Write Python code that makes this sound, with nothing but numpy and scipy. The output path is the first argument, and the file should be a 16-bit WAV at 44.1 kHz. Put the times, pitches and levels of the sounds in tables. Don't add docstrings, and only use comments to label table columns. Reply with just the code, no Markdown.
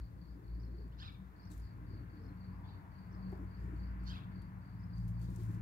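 import sys
import numpy as np
from scipy import signal
from scipy.fft import rfft, irfft
from scipy.io import wavfile
from scipy.ndimage import uniform_filter1d

SR = 44100
rng = np.random.default_rng(int(sys.argv[2]) if len(sys.argv) > 2 else 0)


def natural_amplitude(level_db):
    exponent = np.asarray(level_db, float) / 20
    return 10 ** exponent


def store_pcm(level_fs):
    pcm = np.round(np.clip(level_fs, -1, 1) * 32767).astype(np.int16)
    wavfile.write(sys.argv[1], SR, np.atleast_2d(pcm).T)


N = 247401
TIME = np.arange(N) / SR

# start in seconds, peak in dB, pitch in Hz.
BUMPS = [(0.35, -52.5, 287), (0.385, -61, 275), (0.734, -51.5, 335), (0.674, -52, 252), (0.832, -54, 249),
         (.57, -53, 286), (1.501, -52, 305), (1.808, -52, 294), (1.935, -52.5, 323), (1.934, -62, 402),
         (2.0, -53.5, 287), (2.202, -55, 452), (2.245, -54.5, 437), (2.47, -61.5, 420), (2.6, -54.5, 294),
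         (2.78, -59.5, 290), (2.296, -52.5, 293), (3.129, -55, 289), (3.241, -56, 288), (3.35, -53, 397),
         (3.369, -63, 284), (3.389, -46.5, 284), (3.635, -52.5, 311), (4.01, -57.5, 315), (4.081, -71, 400),
         (4.129, -54, 265), (3.729, -45.5, 310), (4.367, -55, 290), (5.281, -62.5, 492),
         (5.309, -53.5, 271), (5.385, -58, 420), (5.57, -53, 318), (5.52, -55, 313.6)]
BUMP_CYCLES = 6.14
# start in seconds, length in seconds, level in dB, first and last pitch in Hz.
COOS = [
    (0.092, 0.07, -70, 288, 290),
    (0.166, 0.063, -61.5, 279, 313),
    (0.362, 0.066, -68, 308, 414),
    (0.743, 0.069, -63, 334, 445),
    (0.803, 0.074, -65, 448.5, 346),
    (1.432, 0.099, -68, 265, 301),
    (2.11, 0.104, -56, 352.7, 232.5),
    (2.205, 0.11, -59, 239.4, 275),
    (3.675, .07, -59.5, 292, 310),
]
# peak time in seconds, peak in dB, pitch in Hz, half-length in seconds, octave level in dB.
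THUMPS = [
    (3.331, -44, 378, .007, -14),
    (3.439, -47, 322, .009, -23),
    (5.293, -53, 347, 0.0077, -25),
    (5.321, -52, 290, 0.0089, -25),
    (5.393, -50, 345, 0.0087, -29),
    (5.413, -52, 350, .007, -27),
    (5.501, -47.5, 315, 0.0093, -26),
]
# start in seconds, peak in dB, pitch in Hz.
KNOCK = [
    (3.324, -57, 700),
]

# time in seconds, pitch in Hz, level in dB, throat resonance in Hz, pitch scatter from 0 to 1.
CHIRPS = [
    [(.97, 1180, -82, 4300, .03), (.992, 1370, -63, 4400, .03), (1.009, 1580, -56, 4600, .022),
     (1.017, 1760, -57, 4100, .01), (1.028, 1780, -52, 3800, .008), (1.031, 1430, -53, 3900, .012),
     (1.038, 1330, -62, 3800, .03), (1.047, 1210, -59, 3700, .025), (1.067, 1370, -58, 4200, .016),
     (1.092, 1140, -62, 3100, .03), (1.112, 1100, -76, 2800, .04)],
    [(4.052, 1500, -80, 4900, .04), (4.07, 1500, -60, 4900, .032), (4.082, 1440, -57, 4700, .03),
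     (4.1, 1530, -55, 4500, .022), (4.114, 1700, -55, 4200, .018), (4.127, 1420, -58, 3200, .02),
     (4.14, 1230, -61, 3300, .045), (4.158, 1300, -62, 3300, .05), (4.176, 1150, -60, 3000, .03),
     (4.2, 1150, -74, 3000, .05)],
    [(.915, 1300, -86, 2700, .01), (.925, 1450, -76, 3000, .01), (.94, 1850, -75, 3600, .01),
     (.96, 1750, -86, 3500, .02)],
]
CHIRP_WIDTH_HZ, CHEEP_WIDTH_HZ = 1300, 790
# share of its length, pitch over top pitch, level in dB.
CHEEP = [
    (0, .86, -6),
    (.15, .88, -2),
    (.55, 1.0, 0),
    (1, .92, -9),
]
# start in seconds, length in seconds, level in dB, top pitch in Hz,
# multiple of the pitch on which the throat rings.
CHEEPS = [
    (2.64, 0.12, -74, 1300, 3.0),
    (3.99, .06, -84, 1800, 3.0),
    (4.2, .06, -78, 1320, 2.5),
    (5.2, 0.12, -80, 1300, 3.0),
]
CHEEP_SCATTER, SPARROW_FIRST = .035, .5
SPARROW_RASP, SPARROW_BURR, BURR_HZ, SPARROW_HALF = .1, .3, 165, .35
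SPARROW_BREATH_DB, BREATH_HZ, BREATH_WIDTH_HZ = -9, 4000, 3600
LINE_PATCHY_DB = 2.5
# frequency in Hz, left level in dB, right level in dB.
SHADE = [(1400, 3, 1), (2500, 4.5, -4), (3200, 2, 0), (3700, 0, 2), (4300, -1.5, 1), (4900, -5, -2.5),
         (6000, -7, -3)]
SHED_S = .066
# level in dB, for the left port and then the right.
SHED_DB = [
    [-8],
    [-17],
]

# seconds after its start, pitch in Hz, level in dB.
PHRASE = [
    (-.04, 4720, -23),
    (.02, 4900, -15.5),
    (.04, 5050, -7),
    (.053, 5600, -10),
    (.067, 4300, -6.5),
    (.08, 5270, 0),
    (.088, 4700, -29),
    (.098, 4370, -6),
    (.112, 4060, -16),
]
# start in seconds, level in dB.
SONGS = [
    (0.57, -65),
    (1.401, -63.5),
    (2.187, -67.5),
    (3.075, -70.5),
    (4.76, -72.5),
]
SONG_RASP = .4

# start in seconds, peak in dB.
CRICKET = [(-.065, -79), (0.1776, -80), (0.4391, -78.5), (0.7091, -78.5), (1.3599, -77.5), (1.5961, -77.5),
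           (1.8656, -76.5), (2.0965, -79.5), (2.371, -78.5), (2.6382, -76.5), (2.9148, -77), (3.1894, -76),
           (3.472, -78), (3.7587, -76.5), (3.9988, -78), (4.3161, -77), (4.618, -80.5), (4.8983, -75.5),
           (5.1406, -77)]
# start in seconds, peak in dB.
CRICKET_FAR = [(0.0093, -80), (0.2803, -76), (0.7766, -77), (1.6194, -74), (1.8861, -78), (2.1176, -90),
               (2.5294, -80), (3.3194, -80), (3.5694, -77), (3.8494, -80), (4.801, -78), (4.9841, -77)]
CRICKET_WARMING_HZ_PER_S, CRICKET_RASP = 26, .22
CRICKET_FALL, CRICKET_HUM = .15, .3

# start in seconds, peak in dB, pitch in Hz, left minus right in dB.
TICKS = [(0.8789, -66, 12500, 4), (1.1223, -69, 10170, 7), (1.502, -67, 8000, 19), (1.5158, -57, 8100, 20),
         (1.525, -62, 8000, 15), (1.533, -61, 7800, 15), (1.538, -62, 7400, 15), (1.549, -71, 8000, 15),
         (1.57, -65, 10200, 9), (1.5775, -56, 12000, 13), (1.5985, -59, 10500, 8), (3.2959, -67, 5500, 2.5),
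         (3.3173, -61, 12800, 6), (3.3278, -64, 11800, 4), (3.375, -68, 11800, 8), (4.0367, -67, 11500, 16),
         (4.418, -67, 10600, 10), (4.419, -60, 4300, 12), (4.981, -61.5, 6470, 14),
         (5.0793, -62.5, 10800, 19), (5.1947, -63, 13000, 12), (5.2141, -62, 7800, 19),
         (5.3034, -63, 8600, 16), (5.3604, -57.5, 8250, 25), (5.3602, -63, 12500, 11),
         (5.4341, -60.5, 9960, 21), (5.4644, -62, 8630, 15), (5.545, -65, 7240, 22)]
TICK_S, TICK_BROAD = .0016, .35
# time in seconds, level in dB.
RUSTLE = [
    [(0, -77), (.02, -94), (.05, -95)],
    [(1.49, -95), (1.515, -72), (1.55, -75), (1.6, -80), (1.68, -89)],
    [(3.28, -91), (3.324, -86), (3.38, -87), (3.45, -87)],
    [(3.56, -101), (3.6, -85), (3.8, -87.5), (3.95, -97)],
    [(4.03, -86), (4.12, -76), (4.25, -91)],
    [(4.95, -84), (4.985, -81), (5.02, -84), (5.075, -86), (5.085, -72.5), (5.13, -86), (5.19, -86)],
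    [(5.19, -84), (5.224, -71.5), (5.27, -81), (5.33, -74), (5.375, -76), (5.395, -72), (5.45, -74),
     (5.48, -80)],
    [(5.48, -75), (5.545, -73.5), (5.575, -81.5), (5.61, -87)],
]
# pitch in Hz, width in Hz, level in dB.
BLADES = [(4870, 4000, 5.5), (7070, 2100, 1), (10100, 5200, -7), (12600, 6300, 1)]
BLADE_PATCHY_DB = 1.5
# time in seconds, level in dB.
SQUEAK = [
    (1.498, -92),
    (1.503, -86),
    (1.517, -66),
    (1.535, -82),
    (1.553, -85),
]
# pitch in Hz, width in Hz, level in dB.
STALK = [(3870, 470, -3.5), (8000, 270, 0), (10300, 420, -6)]

# time in seconds, level of the firing tone in dB,
# load as the level of the upper multiples over it in dB.
TRUCK = [(0, -41, -16), (.3, -50, -15.5), (.62, -44.5, -8), (1.0, -50, -14), (1.3, -62.5, -13),
         (1.6, -43.5, -16.5), (1.88, -48.5, -5), (2.12, -56.5, -7.5), (2.62, -50.5, -6.5),
         (2.83, -64.5, -7), (3.28, -49.5, -2), (3.45, -45.5, -24), (3.65, -44.5, -6), (4.02, -39.5, -18.5),
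         (4.25, -54.5, 2), (4.65, -58.5, 0.5), (5.02, -42.5, 0), (5.61, -54.5, 10)]
# time in seconds, pitch in Hz.
TRUCK_HZ = [(0, 57.6), (2, 57), (4, 58), (5, 56.8), (5.61, 56.5)]
# time in seconds, depth in dB.
FADES = [(0.097, -36), (.26, -10), (.42, -20), (1.12, -5), (1.71, -41), (2.069, -3), (3.0, -5), (3.52, -13),
         (4.19, -28), (4.55, -6), (5.1, -5), (5.33, 0)]
TRUCK_THIRD_DB, TRUCK_THIRD_SHARE = -6, .85
# time in seconds, level of the firing tone in dB, 2nd multiple over it in dB.
TRACTOR = [(0, -68, -11), (.58, -71, 12), (1.09, -58.5, -12.5), (1.22, -73, 20), (1.38, -66, -4),
           (1.47, -59, 6), (1.64, -54.5, -24), (1.73, -58.5, -12), (1.94, -52, -21), (2.03, -57.5, -12),
           (2.4, -55, 2.5), (2.66, -53, -9), (2.82, -62, -1.5), (3.3, -53.5, 4.5), (3.55, -53.5, -3.5),
           (4.35, -54, 3.5), (4.66, -55, -1), (5.61, -50.5, -2.5)]
# multiple of the firing tone, level over that tone in dB.
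TRACTOR_EXTRA = [(1.5, -10.5), (2.5, -14.5), (3, -18)]
# time in seconds, depth in dB.
TRACTOR_FADES = [(.13, -2), (.43, -18), (1.04, -20), (1.36, -9), (1.58, -17), (2.2, -7), (3.0, 5),
                 (3.9, -7), (2.78, 0), (4.22, -9), (4.66, -6), (5.5, 0)]
TRACTOR_HZ, FADE_S, TRACTOR_FADE_S, ENGINE_WET_DB = 93., .038, .025, -22

# time in seconds, level in dB, pitch in Hz.
TREAD = [
    (2.3, -85, 1010),
    (2.5, -74.5, 1010),
    (2.6, -67, 960),
    (2.69, -63, 910),
    (2.77, -75, 900),
    (2.87, -67.5, 950),
    (2.94, -75, 960),
    (3.01, -74, 950),
    (3.15, -80, 980),
]
TREAD_WIDTH_HZ = 230
# nearest time in seconds, roar in dB, half-time in seconds, hiss over roar in dB.
CARS = [
    (0.0, -81.5, 0.0062, 11),
    (1.04, -71.5, 0.024, -1),
    (1.45, -74, 0.086, -6.5),
    (2.1, -76, 0.51, 2.5),
    (2.85, -71, 0.39, -6),
    (3.3, -71, 0.16, -0.5),
    (3.82, -71.5, 0.2, 1.5),
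    (4.12, -72, 0.11, 2),
    (4.7, -71.5, 0.53, -3.5),
    (5.55, -73, 0.15, 1.5),
]
BOOM_DB, BOOM_UNDER_BUMP_DB, BOOM_S = -77.5, -16.5, .097
# frequency in Hz, level in dB per Hz.
BOOM = [(120, -65), (230, -14.5), (310, -3), (430, -8.5), (520, -14), (900, -63)]
ROAR = [(300, -84), (600, -8.5), (820, -7.5), (940, -4.5), (1080, -2.5), (1400, -15), (3000, -80)]
HISS = [(500, -70), (1000, -13), (1400, -2), (1700, -3.5), (2300, -12.5), (3000, -23), (5000, -50)]
# frequency in Hz, level in dB per Hz.
RUMBLE = [(15, -51), (25, -25), (59, 1), (86, -2.5), (179, -3.5), (199, -5.5), (230, -18.5), (289, -9),
          (372, -24), (600, -28.5), (780, -39), (1320, -120)]
# frequency in Hz, level in dB per Hz.
AIR = [(260, -24), (450, -2.5), (682, -5), (1020, -1), (1330, -5.5), (1660, -6), (3050, -23.5), (3590, -19),
       (3980, -21), (4480, -20), (5120, -24.5), (5590, -24.5), (9680, -28), (13400, -22), (15600, -23.5)]
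RUMBLE_DB, RUMBLE_FLICKER_DB, AIR_DB = -54.5, 1.5, -70.5
# frequency in Hz, likeness from 0 to 1.
ALIKE = [(60, 0.94), (130, 0.95), (290, 0.74), (640, 0.44), (1400, 0.51), (2400, 0.12), (4000, 0.37),
         (8000, 0)]
# frequency in Hz, left minus right in dB.
LEAN = [(60, 11.5), (110, 4), (200, 5.5), (380, 4), (700, -4), (1290, 2), (2380, 8.5), (4400, 0.5),
        (8120, 1.5), (15000, 1.5)]
# frequency in Hz, lead in milliseconds.
PORT_LAG = [(100, 0.16), (430, 0.3), (1200, 0.43), (2400, 0.418)]


def band(x, hz, width_hz):
    edges = [hz - width_hz / 2, min(hz + width_hz / 2, .49 * SR)]
    return signal.sosfilt(signal.butter(1, edges, "band", fs=SR, output="sos"), x)


def lowpass(x, hz):
    return signal.sosfilt(signal.butter(2, hz, fs=SR, output="sos"), x)


def unit(x):
    return x / np.sqrt(np.mean(x ** 2))


def sine(hz):
    return np.sin(2 * np.pi * np.cumsum(hz) / SR)


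def sides(pan_db):
    return natural_amplitude(np.array([[pan_db], [-pan_db]]) / 2)


def walk(rate):
    k = int(SR / rate)
    held = np.repeat(rng.standard_normal(N // k + 1), k)
    return 1.503 * uniform_filter1d(uniform_filter1d(held, k), k)[:N]


def rasp(rate_hz, share):
    return 1 - share + share * walk(rate_hz)


def curves(table):
    s, *columns = np.transpose(table)
    return [np.interp(TIME, s, c) for c in columns]


def sung(table, s0=0.):
    s, *columns = np.transpose(table)
    t = np.arange(s[0], s[-1], 1 / SR)
    return s0 + s[0], t, [np.interp(t, s, c) for c in columns]


def over(hz, table):
    table = np.array(table)
    return np.interp(np.log(hz + 1), np.log(table[:, 0]), table[:, 1])


def add(out, s, piece):
    i = int(s * SR)
    out[..., i:i + piece.shape[-1]] += piece[..., :N - i]


def place(x, pan_db, lag_ms, wet_db, t60):
    t = np.arange(int(.5 * SR)) / SR
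    noise = rng.standard_normal((2, len(t)))
    dull = lowpass(noise, 4200)
    tail = dull + (noise - dull) * np.exp(-t / .076)
    tail = tail * np.exp(-np.log(1000) * t / t60) * (t > .006)
    tail *= natural_amplitude(wet_db) / np.sqrt(np.sum(tail ** 2, axis=1, keepdims=True))
    late = np.interp(TIME - abs(lag_ms) / 1000, TIME, x)
    direct = np.array([late, x] if lag_ms > 0 else [x, late]) * sides(pan_db)
    return direct + signal.fftconvolve(x[None], tail, axes=1)[:, :N]


def diffuse(colour):
    hz = np.fft.rfftfreq(N, 1 / SR)
    alike = np.clip(over(hz, ALIKE), 0, 1)
    lean = natural_amplitude(over(hz, LEAN) / 2)
    left, other = rfft(rng.standard_normal((2, N))) * natural_amplitude(over(hz, colour))
    lag = np.exp(-2j * np.pi * hz * over(hz, PORT_LAG) / 1000)
    right = alike * left * lag + np.sqrt(1 - alike ** 2) * other
    return unit(irfft(np.array([left * lean, right / lean]), N))


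def bumps():
    out, t = np.zeros(N), np.arange(int(.2 * SR)) / SR
    for s, db, hz in BUMPS:
        length = BUMP_CYCLES / hz
        shape = np.e * t / length * 2 * np.exp(-2 * t / length)
        tone = shape * np.sin(2 * np.pi * hz * t)
        overtone = .089 * shape ** 2 * np.sin(2 * np.pi * 2.1 * hz * t)
        add(out, s, natural_amplitude(db - 2) * (tone + overtone))
    return out


def coos():
    out = np.zeros(N)
    for s, length, db, from_hz, to_hz in COOS:
        share = np.arange(0, 1, 1 / (length * SR))
        turn = 2 * np.pi * np.cumsum(from_hz + (to_hz - from_hz) * share) / SR
        swell = np.sin(np.pi * share) ** .33
        add(out, s, natural_amplitude(db + 3.5) * swell * (np.sin(turn) + .064 * np.sin(2 * turn)))
    return out * rasp(90, .35)


def thumps():
    out = np.zeros(N)
    for s, db, hz, half, octave_db in THUMPS:
        turn = 2 * np.pi * hz * (TIME - s)
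        swell = np.exp(-((TIME - s) / half) ** 2)
        out += natural_amplitude(db) * swell * (np.sin(turn) + natural_amplitude(octave_db) * np.sin(2 * turn))
    return out


def pigeons():
    return place(bumps() + coos() + thumps(), 4.6, -.26, -10, .11)


def knock():
    out, t = np.zeros(N), np.arange(int(.06 * SR)) / SR
    for s, db, hz in KNOCK:
        burst = rng.standard_normal(len(t)) * t / .0044 * np.exp(1 - t / .0045)
        add(out, s, natural_amplitude(db + 14.5) * band(band(burst, hz, 720), hz, 700))
    return place(out, 3.4, -.34, -2, .36)


def calls():
    loud = [[row + (CHIRP_WIDTH_HZ,) for row in chirp] for chirp in CHIRPS]
    soft = []
    for s, length, db, top_hz, ring in CHEEPS:
        soft.append([(s + share * length, top_hz * pitch, db + gain_db, ring * top_hz * pitch,
                      CHEEP_SCATTER, CHEEP_WIDTH_HZ) for share, pitch, gain_db in CHEEP])
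    return loud + soft


def sparrow_voice():
    out = np.zeros(N)
    for call in calls():
        s, t, (hz, db, throat_hz, scatter, width_hz) = sung(call)
        n = len(t)
        hz = hz * (1 + scatter * walk(400)[:n])
        turn = 2 * np.pi * np.cumsum(hz) / SR + .11 * np.sin(2 * np.pi * BURR_HZ * t)
        half_line = SPARROW_HALF * (throat_hz / 4000) ** 3 * (scatter / .031) ** 2
        voice = SPARROW_FIRST * np.sin(turn)
        for k in np.arange(2, 13) / 2:
            throat = .013 + 1 / (1 + ((k * hz - throat_hz) / width_hz) ** 4)
            line = np.sin(k * turn) * natural_amplitude(LINE_PATCHY_DB * walk(219)[:n]) * throat
            voice = voice + line * (half_line if k % 1 else 1)
        breath = rng.standard_normal(n)
        for _ in range(3):
            breath = band(breath, BREATH_HZ, BREATH_WIDTH_HZ)
        voice = voice + natural_amplitude(SPARROW_BREATH_DB) * unit(breath)
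        add(out, s, natural_amplitude(db) * voice * (1 + SPARROW_BURR * np.sin(2 * np.pi * BURR_HZ * t + 1)))
    return out * rasp(500, SPARROW_RASP)


def sparrow():
    x = place(sparrow_voice(), -3.5, .404, -9.5, .38)
    echo = natural_amplitude(np.array(SHED_DB)) * np.roll(x, int(SHED_S * SR), axis=1)
    hz, *ports = np.transpose(SHADE)
    bins = np.fft.rfftfreq(N, 1 / SR)
    colour = natural_amplitude(np.array([over(bins, np.transpose([hz, db])) for db in ports]))
    return irfft(rfft(x + echo) * colour, N)


def songbird():
    out = np.zeros(N)
    for (start, level_db), vary in zip(SONGS, rng.standard_normal(len(SONGS))):
        s, t, (hz, db) = sung(PHRASE, start)
        trill = 1 + .068 * (t < .065) * np.sin(2 * np.pi * 95 * t)
        add(out, s, natural_amplitude(level_db + db) * sine(hz * (1 + .0058 * vary) * trill))
    return place(out * rasp(450, SONG_RASP), -10.5, .24, -1.5, .49)


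def cricket(chirps, song_hz, span, stroke_hz, rise, scatter):
    out, t = np.zeros(N), np.arange(int(.3 * SR)) / SR
    stroke = t * stroke_hz % 1
    swell = np.clip(.36 + t / rise, 0, 1) * np.clip((span - t) / .12, 0, 1)
    for (s, db), chance in zip(chirps, rng.standard_normal((len(chirps), 2, 12))):
        size, tune = chance[:, (t * stroke_hz).astype(int)]
        gate = (CRICKET_HUM + np.sin(np.pi * np.clip(stroke / .55, 0, 1)) ** 2) * natural_amplitude(size)
        hz = (song_hz + CRICKET_WARMING_HZ_PER_S * s) * (1.04 - CRICKET_FALL * stroke + scatter * tune)
        chirp = natural_amplitude(db + 3) * gate * swell * sine(hz)
        add(out, max(s - .006, 0), chirp[int(max(-s, 0) * SR):])
    return out * rasp(750, CRICKET_RASP)


def crickets():
    near = place(cricket(CRICKET, 4500, .2, 27.5, .09, .007), 10, -.3, .5, .24) * 1.3
    return near + place(cricket(CRICKET_FAR, 4840, .094, 30.5, .042, .0044), 14, -.098, 3.3, .22)


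def grass():
    out, t = np.zeros((2, N)), np.arange(int(.055 * SR)) / SR
    for s, db, hz, pan_db in TICKS:
        decay = np.exp(-t / TICK_S) + .12 * np.exp(-t / .02)
        burst = rng.standard_normal(len(t)) * np.clip(t / .00088, 0, 1) * decay
        crack = band(band(burst, 8700, 10000), 8700, 10000)
        snap = TICK_BROAD * crack + .65 * band(burst, hz, .15 * hz)
        add(out, s, natural_amplitude(db - 4) * snap / np.abs(snap).max() * sides(pan_db))
    level = np.zeros(N)
    for patch in RUSTLE:
        s, t, (db,) = sung(patch)
        add(level, s, natural_amplitude(db + 1))
    grain_db = np.repeat(rng.exponential(size=N // 40 + 1), 40)[:N]
    grains = rng.standard_normal((2, N)) * natural_amplitude(grain_db)
    leaves = [natural_amplitude(db + BLADE_PATCHY_DB * walk(30)) * band(grains, hz, width) for hz, width, db in BLADES]
    return out + unit(sum(leaves)) * level * sides(7)


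def squeak():
    out = np.zeros(N)
    s, t, (db,) = sung(SQUEAK)
    rub = rng.standard_normal(len(t)) * natural_amplitude(db + 2.4 * np.sin(2 * np.pi * 110 * t))
    add(out, s, sum(natural_amplitude(gain_db + 10) * band(rub, hz, width) for hz, width, gain_db in STALK))
    return out * sides(10)


def drone(hz, orders, wobble_db, blur):
    turn = 2 * np.pi * np.cumsum(hz) / SR
    out = np.zeros(N)
    for k, db in orders:
        level = np.sqrt(2) * natural_amplitude(db + wobble_db * walk(25))
        out += level * np.sin(k * turn + blur * walk(9))
    return out


def fading(fades, width_s):
    return sum(db * np.exp(-((TIME - s) / width_s) ** 2) for s, db in fades)


def truck():
    level_db, load_db = curves(TRUCK)
    third_db = level_db + TRUCK_THIRD_SHARE * load_db + TRUCK_THIRD_DB
    orders = [(1, level_db + fading(FADES, FADE_S)), (2, level_db + load_db), (3, third_db)]
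    return place(drone(curves(TRUCK_HZ)[0], orders, 1.6, .7), 1.5, -.6, ENGINE_WET_DB, .2)


def tractor():
    first_db, load_db = curves(TRACTOR)
    load_db = load_db + fading(TRACTOR_FADES, TRACTOR_FADE_S)
    orders = [(1, first_db), (2, first_db + load_db)]
    orders += [(k, first_db + db) for k, db in TRACTOR_EXTRA]
    return place(drone(np.full(N, TRACTOR_HZ), orders, 2.03, .77), 2.6, -.478, ENGINE_WET_DB, .1)


def tread():
    db, hz = curves(TREAD)
    flutter = unit(lowpass(rng.standard_normal(N), TREAD_WIDTH_HZ / 2))
    hum = unit((.6 + flutter) * sine(hz)) * natural_amplitude(db + 1.5 * walk(60))
    return place(hum, 1.4, -.12, -8.5, .22)


def near(s, half):
    return 1 / (1 + ((TIME - s) / half) ** 2)


def traffic():
    boom = natural_amplitude(BOOM_DB) ** 2
    boom = boom + sum(natural_amplitude(db + BOOM_UNDER_BUMP_DB) ** 2 * near(s, BOOM_S) ** 2 for s, db, _ in BUMPS)
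    roar = sum(natural_amplitude(db) ** 2 * near(s, half) for s, db, half, _ in CARS)
    hiss = sum(natural_amplitude(db + over_db) ** 2 * near(s, half) for s, db, half, over_db in CARS)
    return 10 * np.log10([boom, roar, hiss])


def road():
    boom_db, roar_db, hiss_db = traffic()
    rumble = diffuse(RUMBLE) * natural_amplitude(RUMBLE_DB + RUMBLE_FLICKER_DB * walk(9))
    boom = diffuse(BOOM) * natural_amplitude(boom_db + 1.5 + 1.83 * walk(25.12))
    roar = diffuse(ROAR) * natural_amplitude(roar_db + 3.5 + 1.26 * walk(14))
    hiss = diffuse(HISS) * natural_amplitude(hiss_db + 3.5 + .93 * walk(14))
    air = diffuse(AIR) * natural_amplitude(AIR_DB + .11 * walk(2.6))
    return rumble + boom + roar + hiss + air


def scene():
    birds = pigeons() + knock() + sparrow() + songbird()
    plants_and_insects = crickets() + grass() + squeak()
    return birds + plants_and_insects + truck() + tractor() + tread() + road()


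def top_cut(x):
    return signal.sosfilt(signal.butter(12, 15710, fs=SR, output="sos"), x)


def record(dry):
    mix = signal.sosfilt(signal.ellip(8, .2, 50, 15750, fs=SR, output="sos"), dry)
    mix = signal.sosfilt(signal.butter(4, 42, "high", fs=SR, output="sos"), mix)
    return top_cut(mix)


dry = scene()
out = record(dry)
store_pcm(out)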